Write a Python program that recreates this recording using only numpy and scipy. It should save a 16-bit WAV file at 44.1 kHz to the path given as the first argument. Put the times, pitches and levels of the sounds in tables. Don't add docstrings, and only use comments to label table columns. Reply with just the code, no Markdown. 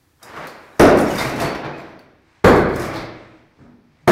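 import sys
import numpy as np
from scipy import signal
from scipy.fft import rfft, irfft, next_fast_len
from scipy.io import wavfile

SR = 44100
rng = np.random.default_rng(int(sys.argv[2]) if len(sys.argv) > 2 else 0)


def boost(x):
    u = np.asarray(x, float) / 20
    return 10 ** u


def output_pcm(signal):
    pcm = np.clip(np.atleast_2d(signal).T, -1, 1) * 32767
    wavfile.write(sys.argv[1], SR, np.round(pcm).astype(np.int16))


N = 181290

# (time [s], peak level [dB], splitting [dB], boom [dB], crumbling [dB])
BLOWS = [
    (0.7957, -3, -8, 3, -11),
    (2.4422, -3, -10.5, 8.5, -9.5),
    (4.0755, -5, -2.5, -7, -8),
]
# (time [s], peak level [dB], t60 [s])
BOOT_STEPS = [
    (2.299, -56, 0.074),
    (3.586, -33.5, 0.18),
    (3.61, -37, 0.27),
    (3.662, -35, 0.11),
    (3.731, -40, 0.08),
    (3.842, -61, 0.2),
    (4.02, -50, 0.066),
]
# (frequency [Hz], density [dB per Hz])
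WALL = [(24, -42), (40, -12), (81, -2), (123, -6), (215, -3), (256, -6), (388, 0), (1080, -9), (1710, -15),
        (2750, -27), (4500, -31), (5850, -61), (9900, -120)]
# (frequency [Hz], density [dB per Hz])
GRIT = [(1500, -29), (3000, -31.5), (5000, 3.5), (7000, 0), (10000, -3), (13000, -4), (15500, -11.5),
        (17000, -25)]
# (frequency [Hz], density [dB per Hz])
SCUFF = [(24, -51.5), (40, -12.5), (104, -10.5), (216, -8), (347, -8), (756, -4.5), (1610, -7), (2890, -17),
         (7000, -37.5), (9100, -60.5), (15400, -120)]
# (frequency [Hz], gain [dB])
SMALL = [(30, -4.5), (60, -25.5), (120, -3), (200, -6.5), (20000, 2)]


def unit(x):
    return x / np.sqrt(np.mean(x ** 2) + 1e-20)


def along(points, hz):
    f, v = np.transpose(points)
    return np.interp(np.log(hz + 1), np.log(f + 1), v)


def coloured(x, spectrum):
    size = 8192
    gain = boost(along(spectrum, np.fft.rfftfreq(size, 1 / SR)))
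    cepstrum = irfft(np.log(unit(gain) + 1e-5))
    cepstrum[1:size // 2] *= 2
    cepstrum[size // 2 + 1:] = 0
    return signal.fftconvolve(x, irfft(np.exp(rfft(cepstrum))))[:len(x)]


def grains(count, spread_db):
    sizes = boost(spread_db * np.clip(rng.standard_normal(N * count // SR + 1), -2, 2))
    held = np.repeat(sizes, SR // count + 1)[:N]
    return unit(held * rng.standard_normal(N))


def bursts(times, db, t60, rise):
    t = np.maximum(np.arange(N) / SR - np.asarray(times)[:, None], 0)
    fade_db = np.asarray(db)[:, None] - 60 * t / np.asarray(t60)[:, None]
    return np.sum((1 - np.exp(-t / rise)) * boost(fade_db), axis=0)


def spans(start, length, db, rise_db_per_s, fall_db_per_s):
    t = np.arange(N) / SR - np.asarray(start)[:, None]
    gathering_db = rise_db_per_s * np.maximum(-t, 0)
    stopping_db = fall_db_per_s * np.maximum(t - np.asarray(length)[:, None], 0)
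    return boost(np.asarray(db)[:, None] - gathering_db - stopping_db).sum(axis=0)


def room(x, wet_db):
    # (frequency [Hz], t60 [s])
    reverb = [(60, 1.7), (250, 0.99), (1000, 0.76), (3000, 0.93), (6000, 0.37), (10000, 0.27),
              (15000, 0.23)]
    # (frequency [Hz], gain [dB])
    diffuse_tone = [(20, -7.5), (60, -19.5), (150, -2), (300, 2), (16000, -2.5)]
    frame = dict(fs=SR, nperseg=512, noverlap=384)
    hz, _, z = signal.stft(x, **frame)
    keep = boost(-120 * 128 / SR / along(reverb, hz))
    energy = np.array([signal.lfilter([0, 0, 0, 1 - k], [1, -k], p) for k, p in zip(keep, np.abs(z) ** 2)])
    field = signal.stft(rng.standard_normal(N), **frame)[2]
    field = field / np.sqrt(np.mean(np.abs(field) ** 2))
    diffuse = signal.istft(np.sqrt(energy) * field, **frame)[1][:N]
    return x + boost(wet_db) * coloured(diffuse, diffuse_tone)


def standing(x):
    # (frequency [Hz], level [dB], t60 [s])
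    modes = [(52, 1, 1.05), (84.5, 1, 1.0), (116, -1, 1.1), (145, 1, .9), (198, 0, .9), (246, -1, 1.0),
             (329, 1, .9), (423, 0, .9)]
    t = np.arange(2 * SR) / SR
    waves = sum(boost(db - 60 * t / t60) * np.sin(2 * np.pi * hz * t) for hz, db, t60 in modes)
    waves = waves * (1 - np.exp(-t / 0.0067))
    return signal.fftconvolve(x, waves / np.linalg.norm(waves))[:N]


def hush():
    # (frequency [Hz], density [dB per Hz])
    hush_tone = [(12, -31), (22, -0.5), (114, 6), (198, -8.5), (326, 0.5), (386, -7.5), (771, -11.5),
                 (1820, -13), (2930, -18), (6000, -26.5), (7800, -58), (13200, -120)]
    level_db = -60.5 - 0.5
    return boost(level_db) * coloured(rng.standard_normal(N), hush_tone)


def boots():
    # (frequency [Hz], density [dB per Hz])
    sole = [(24, -46), (40, -9.5), (238, -3.5), (373, -22), (413, -18.5), (1770, -28), (2500, -50),
            (3250, -83), (5500, -120)]
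    # (frequency [Hz], density [dB per Hz])
    cloth = [(180, -45), (300, -13), (872, -2), (1210, -4), (1440, -4.5), (2230, -2.5), (9000, -24.5),
             (11700, -49), (19800, -120)]
    # (time [s], length [s], level [dB])
    swings = [
        (2.29, 0.1, -54.5),
        (3.185, 0.036, -53),
        (3.33, 0.028, -58.5),
        (3.595, 0.032, -57.5),
        (3.949, 0.09, -59),
    ]
    s, db, t60 = np.transpose(BOOT_STEPS)
    steps = coloured(bursts(s, db - 9.0, t60, rise=0.0023) * rng.standard_normal(N), sole)
    turning = spans(*np.transpose(swings), rise_db_per_s=128, fall_db_per_s=152.5)
    rustle = coloured(boost(-7) * turning * grains(count=300, spread_db=2), cloth)
    return steps + rustle


def boards():
    # (time [s], peak level [dB], frequency [Hz], t60 [s])
    struck = [
        (0.379, -32, 154, 0.27),
        (1.255, -12.5, 130, 0.17),
        (1.43, -12.5, 145.7, 0.24),
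        (1.63, -29, 145.5, 0.9),
        (3.329, -41.5, 317, 0.3),
        (3.583, -44, 127.6, 0.3),
        (3.656, -39, 243, 0.49),
        (3.73, -46.5, 236.7, 0.7),
        (3.89, -54, 150, 0.4),
        (4.021, -44.5, 149.3, 0.5),
    ]
    s, db, hz, t60 = np.array(struck).T[..., None]
    t = np.maximum(np.arange(N) / SR - s, 0)
    notes = boost(db - 60 * t / t60) * np.sin(2 * np.pi * hz * t)
    return np.sum(notes * (1 - np.exp(-t / 0.015)), axis=0)


def stream():
    # (time [s], pressure [dB])
    drag = [
        (0.169, -82),
        (0.23, -46),
        (0.3, -40),
        (0.451, -33.5),
        (0.52, -51.5),
        (0.64, -49),
        (0.78, -61),
    ]
    # (time [s], length [s], grit level [dB], lump level [dB])
    slides = [
        (0.857, 0.0089, -34, -29),
        (0.994, 0.016, -37.5, -38),
        (1.088, 0.19, -38, -38),
        (1.188, 0.038, -43.5, -29.5),
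        (1.405, 0.027, -36.5, -29),
        (1.768, 0.022, -66.5, -46.5),
        (1.88, 0.014, -69.5, -57.5),
        (2.743, 0.015, -49.5, -43),
        (2.814, 0.041, -40.5, -33.5),
        (2.949, 0.014, -54, -34.5),
    ]
    gather_db_per_s, trickle_db_per_s = 309, 52.5
    s, pressure_db = np.transpose(drag)
    drag_db = np.interp(np.arange(N) / SR, s, pressure_db, -200, -200)
    start, length, grit_db, lump_db = np.transpose(slides)

    def slide(db, stop_db_per_s, trickle_db):
        main = spans(start, length, db, gather_db_per_s, stop_db_per_s)
        return main + spans(start, length, db + trickle_db, gather_db_per_s, trickle_db_per_s)

    drag_grit = boost(-53.5 + 0.5 * (drag_db - pressure_db.max()))
    grit = drag_grit + slide(grit_db, stop_db_per_s=349.5, trickle_db=-23.5)
    lumps = boost(drag_db) + slide(lump_db, stop_db_per_s=199, trickle_db=-12)
    return grit, lumps


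def shards():
    # (time [s], peak level [dB], frequency [Hz], t60 [s])
    pings = [(.232, -37, 3780, 0.041), (0.364, -60, 5230, 0.016), (.972, -36, 5540, 0.025),
             (0.989, -37, 9300, 0.091), (1.0, -31, 10740, 0.064), (1.012, -45, 9300, 0.061),
             (1.068, -33.5, 5540, 0.07), (1.07, -26, 2250, 0.064), (1.104, -30, 2930, 0.26),
             (1.105, -39, 6560, 0.13), (1.153, -26, 4900, 0.022), (1.175, -31, 4840, 0.32),
             (1.182, -22.5, 3650, 0.17), (1.205, -22, 2110, 0.24), (1.252, -28, 4370, .03),
             (1.339, -36, 2680, 0.211), (1.41, -17.5, 678, 0.21), (1.469, -28, 2610, 0.11),
             (1.735, -36, 2515, 0.21), (1.782, -59, 7350, .18), (1.60, -41.5, 2770, 0.14)]
    out, t = np.zeros(N + SR), np.arange(SR // 4) / SR
    sand = stream()[0]
    hop_s, shrink = 0.032, 0.87
    tile = []
    for k in range(3):
        landing_s = 1.4541 + hop_s * (1 - shrink ** k) / (1 - shrink)
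        tile.append((landing_s, -31 - 3.5 * k, 4450 * 1.008 ** k, 0.13))
    small = []
    for u, v, w, x in rng.random((260, 4)):
        small_db = 20 * np.log10(sand[int(u * N)]) + 2 + 12 * v
        small.append((u * N / SR, small_db, 1500 * 3.2 ** w, 0.013 + 0.046 * x))
    for s, db, hz, t60 in [*pings, *tile, *small]:
        skip_rad = np.cumsum(.025 * rng.standard_normal(len(t)))
        ring = np.sin(2 * np.pi * hz * t + skip_rad) * (1 - np.exp(-t / 0.00087))
        out[round(s * SR):][:len(t)] += boost(db - 60 * t / t60) * ring
    return out[:N]


def ticks():
    # (time [s], peak level [dB], centre frequency [Hz], spit [dB])
    snaps = [(0.23, -40, 10000, 4), (0.3631, -41, 4400, -15), (0.471, -32.5, 4060, 4),
             (0.987, -25, 5460, -2.5), (1.0101, -18, 9370, -8), (1.1828, -26.5, 4820, 3),
             (1.197, -18, 4570, -12), (1.289, -25, 4820, -9), (1.3594, -31, 4090, -7),
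             (1.8007, -33, 4700, -18), (1.9924, -29.5, 4480, -16), (2.7597, -27.5, 5100, 0),
             (2.8, -28, 10800, -14), (2.819, -34, 4380, -11.5), (2.9582, -19, 4270, -17)]
    out, t = np.zeros(N), np.arange(SR // 50) / SR
    envelope = boost(-2 - 60 * t / .009) * (1 - np.exp(-t / .0008))
    for s, db, hz, spit_db in snaps:
        spit = np.diff(rng.standard_normal(len(t) + 1))
        snap = np.sin(2 * np.pi * hz * t) + boost(spit_db) * spit
        out[round(s * SR):][:len(t)] += boost(db) * envelope * snap
    return out


def chips():
    # (time [s], peak level [dB], dust [dB])
    showers = [
        (0.471, -24.5, -12),
        (1.183, -10, -11),
        (1.3994, -18, -3.5),
        (2.4994, -35, -5),
        (2.5542, -27, 0.5),
        (2.685, -34, -10),
        (2.9387, -27, -16),
        (2.958, -19.5, -17),
        (2.9994, -25, -20),
    ]
    # (frequency [Hz], density [dB per Hz])
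    chip_tone = [(1500, -35.5), (2800, -23), (3600, 4), (4600, 6.5), (5500, -6.5), (7500, -38.5)]
    s, db, dust_db = np.transpose(showers)
    t60 = 0.12 + 0 * s
    clatter = bursts(s, db - 14.5, t60, rise=0.0068) * grains(count=700, spread_db=3.5)
    dust = bursts(s, db + dust_db - 9.5, t60, rise=0.0033) * grains(count=1100, spread_db=5)
    return coloured(clatter, chip_tone) + coloured(dust, GRIT)


def knocks():
    out, t = np.zeros(N + SR), np.arange(SR // 10) / SR
    rocks = stream()[1] * (np.arange(N) / SR > BLOWS[0][0])
    for u, v, w, x in rng.random((800, 4)):
        start, hz, t60 = int(u * N), 350 * 7 ** w, 0.014 + 0.05 * x
        size = rocks[start] * boost(3 - 8.3 * w - 3.5 * np.log(v + 0.1))
        out[start:][:len(t)] += size * boost(-60 * t / t60) * np.sin(2 * np.pi * hz * t)
    return room(out[:N], wet_db=-2.5)


def rubble():
    # (time [s], peak level [dB], thud [dB])
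    pieces = [(0.2277, -20.5, -10.5), (0.362, -39, 28), (0.4693, -31.5, -3), (0.9716, -18, 15.5),
              (0.9862, -16.5, 3), (1.0101, -24, -6), (1.1034, -28, -8), (1.1548, -18, 5),
              (1.1848, -20, 0.5), (1.2105, -22, 6.5), (1.2925, -22, 16), (1.3588, -25, 4),
              (1.4004, -21, -4), (1.4135, -21, 15), (1.4414, -29.5, 29), (1.5474, -32, 32),
              (1.645, -45, 36.5), (1.7784, -46.5, -1), (1.7994, -53, 9), (1.993, -52.5, 15.5),
              (2.759, -21, -5), (2.7955, -19, -5), (2.818, -24.5, -9.5), (2.8504, -37, 11), (2.937, -32, 6),
              (2.959, -52, 5.5)]
    # (frequency [Hz], density [dB per Hz])
    lump_tone = [(24, -28.5), (40, -4), (228, -13.5), (312, 3), (427, -24), (585, -2), (737, -9),
                 (1050, -10), (1980, -11.5), (3630, -21), (6000, -29.5), (7800, -54), (13200, -120)]
    s, db, thud_db = np.transpose(pieces)
    t60 = 0.037 * np.exp(-0.0312 * (db + 23))
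    sand, rocks = stream()
    grit = boost(-7.5) * sand + bursts(s, db - 12.5, 1.02 * t60, rise=0.0022)
    lumps = rocks + bursts(s, db + thud_db - 7.0, 0.8 * t60, rise=0.018)
    lumps = lumps * grains(count=400, spread_db=2.0)
    before = np.arange(N) / SR < BLOWS[0][0]
    gritty = coloured(grit * grains(count=1200, spread_db=1.0), GRIT)
    return gritty + coloured(lumps * before, SCUFF) + coloured(lumps * ~before, lump_tone)


def thuds():
    # (time [s], peak level [dB], t60 [s], boom [dB])
    landings = [(1.206, -13, 0.06, -15), (1.26, -21.5, 0.028, -4.5), (1.316, -15.5, 0.019, 12.5),
                (1.406, -7.5, 0.26, -3.5), (1.467, -8.5, 0.1, -2), (1.524, -28, 0.077, -7.5),
                (1.632, -9, 0.33, -8.5), (1.699, -55.5, 0.072, 0), (2.5, -0.5, 0.072, -10),
                (2.54, -4.5, 0.077, -5), (2.719, -18, 0.07, -2), (2.85, -11.5, 0.031, -0.5),
                (2.944, -19, 0.025, 7)]
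    s, db, t60, boom_db = np.transpose(landings)
    push = np.zeros(N)
    push[np.round(s * SR).astype(int)] = boost(db + boom_db + 17.5)
    for start, step_db, _ in BOOT_STEPS:
        push[round(start * SR)] = boost(step_db + 12)
    body = coloured(bursts(s, db - 10.5, t60, rise=0.0031) * rng.standard_normal(N), WALL)
    return room(coloured(body, SMALL), wet_db=-0.5) + standing(coloured(push, SMALL))


def hammer():
    s, db, split_db, boom_db, crumble_db = np.transpose(BLOWS)
    same = 0 * s
    crush = bursts(s, db + 6.5, 0.08 + same, rise=0.003) * rng.standard_normal(N)
    split = bursts(s, db + split_db, 0.045 + same, rise=0.0016) * rng.standard_normal(N)
    crumble = bursts(s, db + crumble_db - 11, 0.13 + same, rise=0.00033) * grains(count=900, spread_db=-9.5)
    noise = coloured(crush, WALL) + coloured(split, SCUFF) + coloured(crumble, GRIT)
    push = np.zeros(N)
    push[np.round(s * SR).astype(int)] = boost(db + boom_db + 16.5)
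    lead, t = np.zeros(N), np.arange(SR // 100) / SR
    phase_rad = 2 * np.pi * 2200 * .002 * (1 - np.exp(-t / .002))
    sweep = np.sin(phase_rad) * (t / .003) * np.exp(1 - t / .003)
    for start, lead_db in zip(s - .0025, db - 30 + 14):
        lead[round(start * SR):][:len(t)] += boost(lead_db) * sweep
    return room(noise, wet_db=4.5) + standing(push) + lead


def scene():
    loose = rubble() + boots() + chips()
    heap = room(loose, wet_db=-1.0) + boost(-17.5) * standing(coloured(loose, SMALL))
    pings = room(shards() + ticks(), wet_db=-10)
    return (hush() + boards() + pings + knocks() + heap + thuds() + hammer())[None]


def roll_off(x):
    return signal.sosfilt(signal.butter(12, 15890, fs=SR, output="sos"), x)


def record(dry):
    # (frequency [Hz], gain [dB])
    mic = [(30, -6), (70, 0), (2400, -1), (2900, -5), (4200, -0.5)]
    # (frequency [Hz], density [dB per Hz])
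    hiss_tone = [(1470, -49.5), (2500, 0.5), (3080, 1.5), (3790, 2), (15700, -1)]
    # (before [dB], after [dB])
    hiss_levels_db = (-68, -80.5)
    # (frequency [Hz], gain [dB])
    top_cut = [(15800, 0), (15950, -40), (22000, -60)]
    ceiling, knee = .72, 3.0
    hiss_db = np.where(np.arange(N) / SR < BLOWS[0][0], *hiss_levels_db)
    hiss = boost(hiss_db) * coloured(rng.standard_normal(N), hiss_tone)
    heard = coloured(dry[0], mic) + hiss
    limited = heard / (1 + np.abs(heard / ceiling) ** knee) ** (1 / knee)
    size = next_fast_len(N + 8192)
    band = boost(along(top_cut, np.fft.rfftfreq(size, 1 / SR)))
    mix = irfft(rfft(limited, size) * band, size)[None, :N]
    return roll_off(mix)


dry = scene()
out = record(dry)
output_pcm(out)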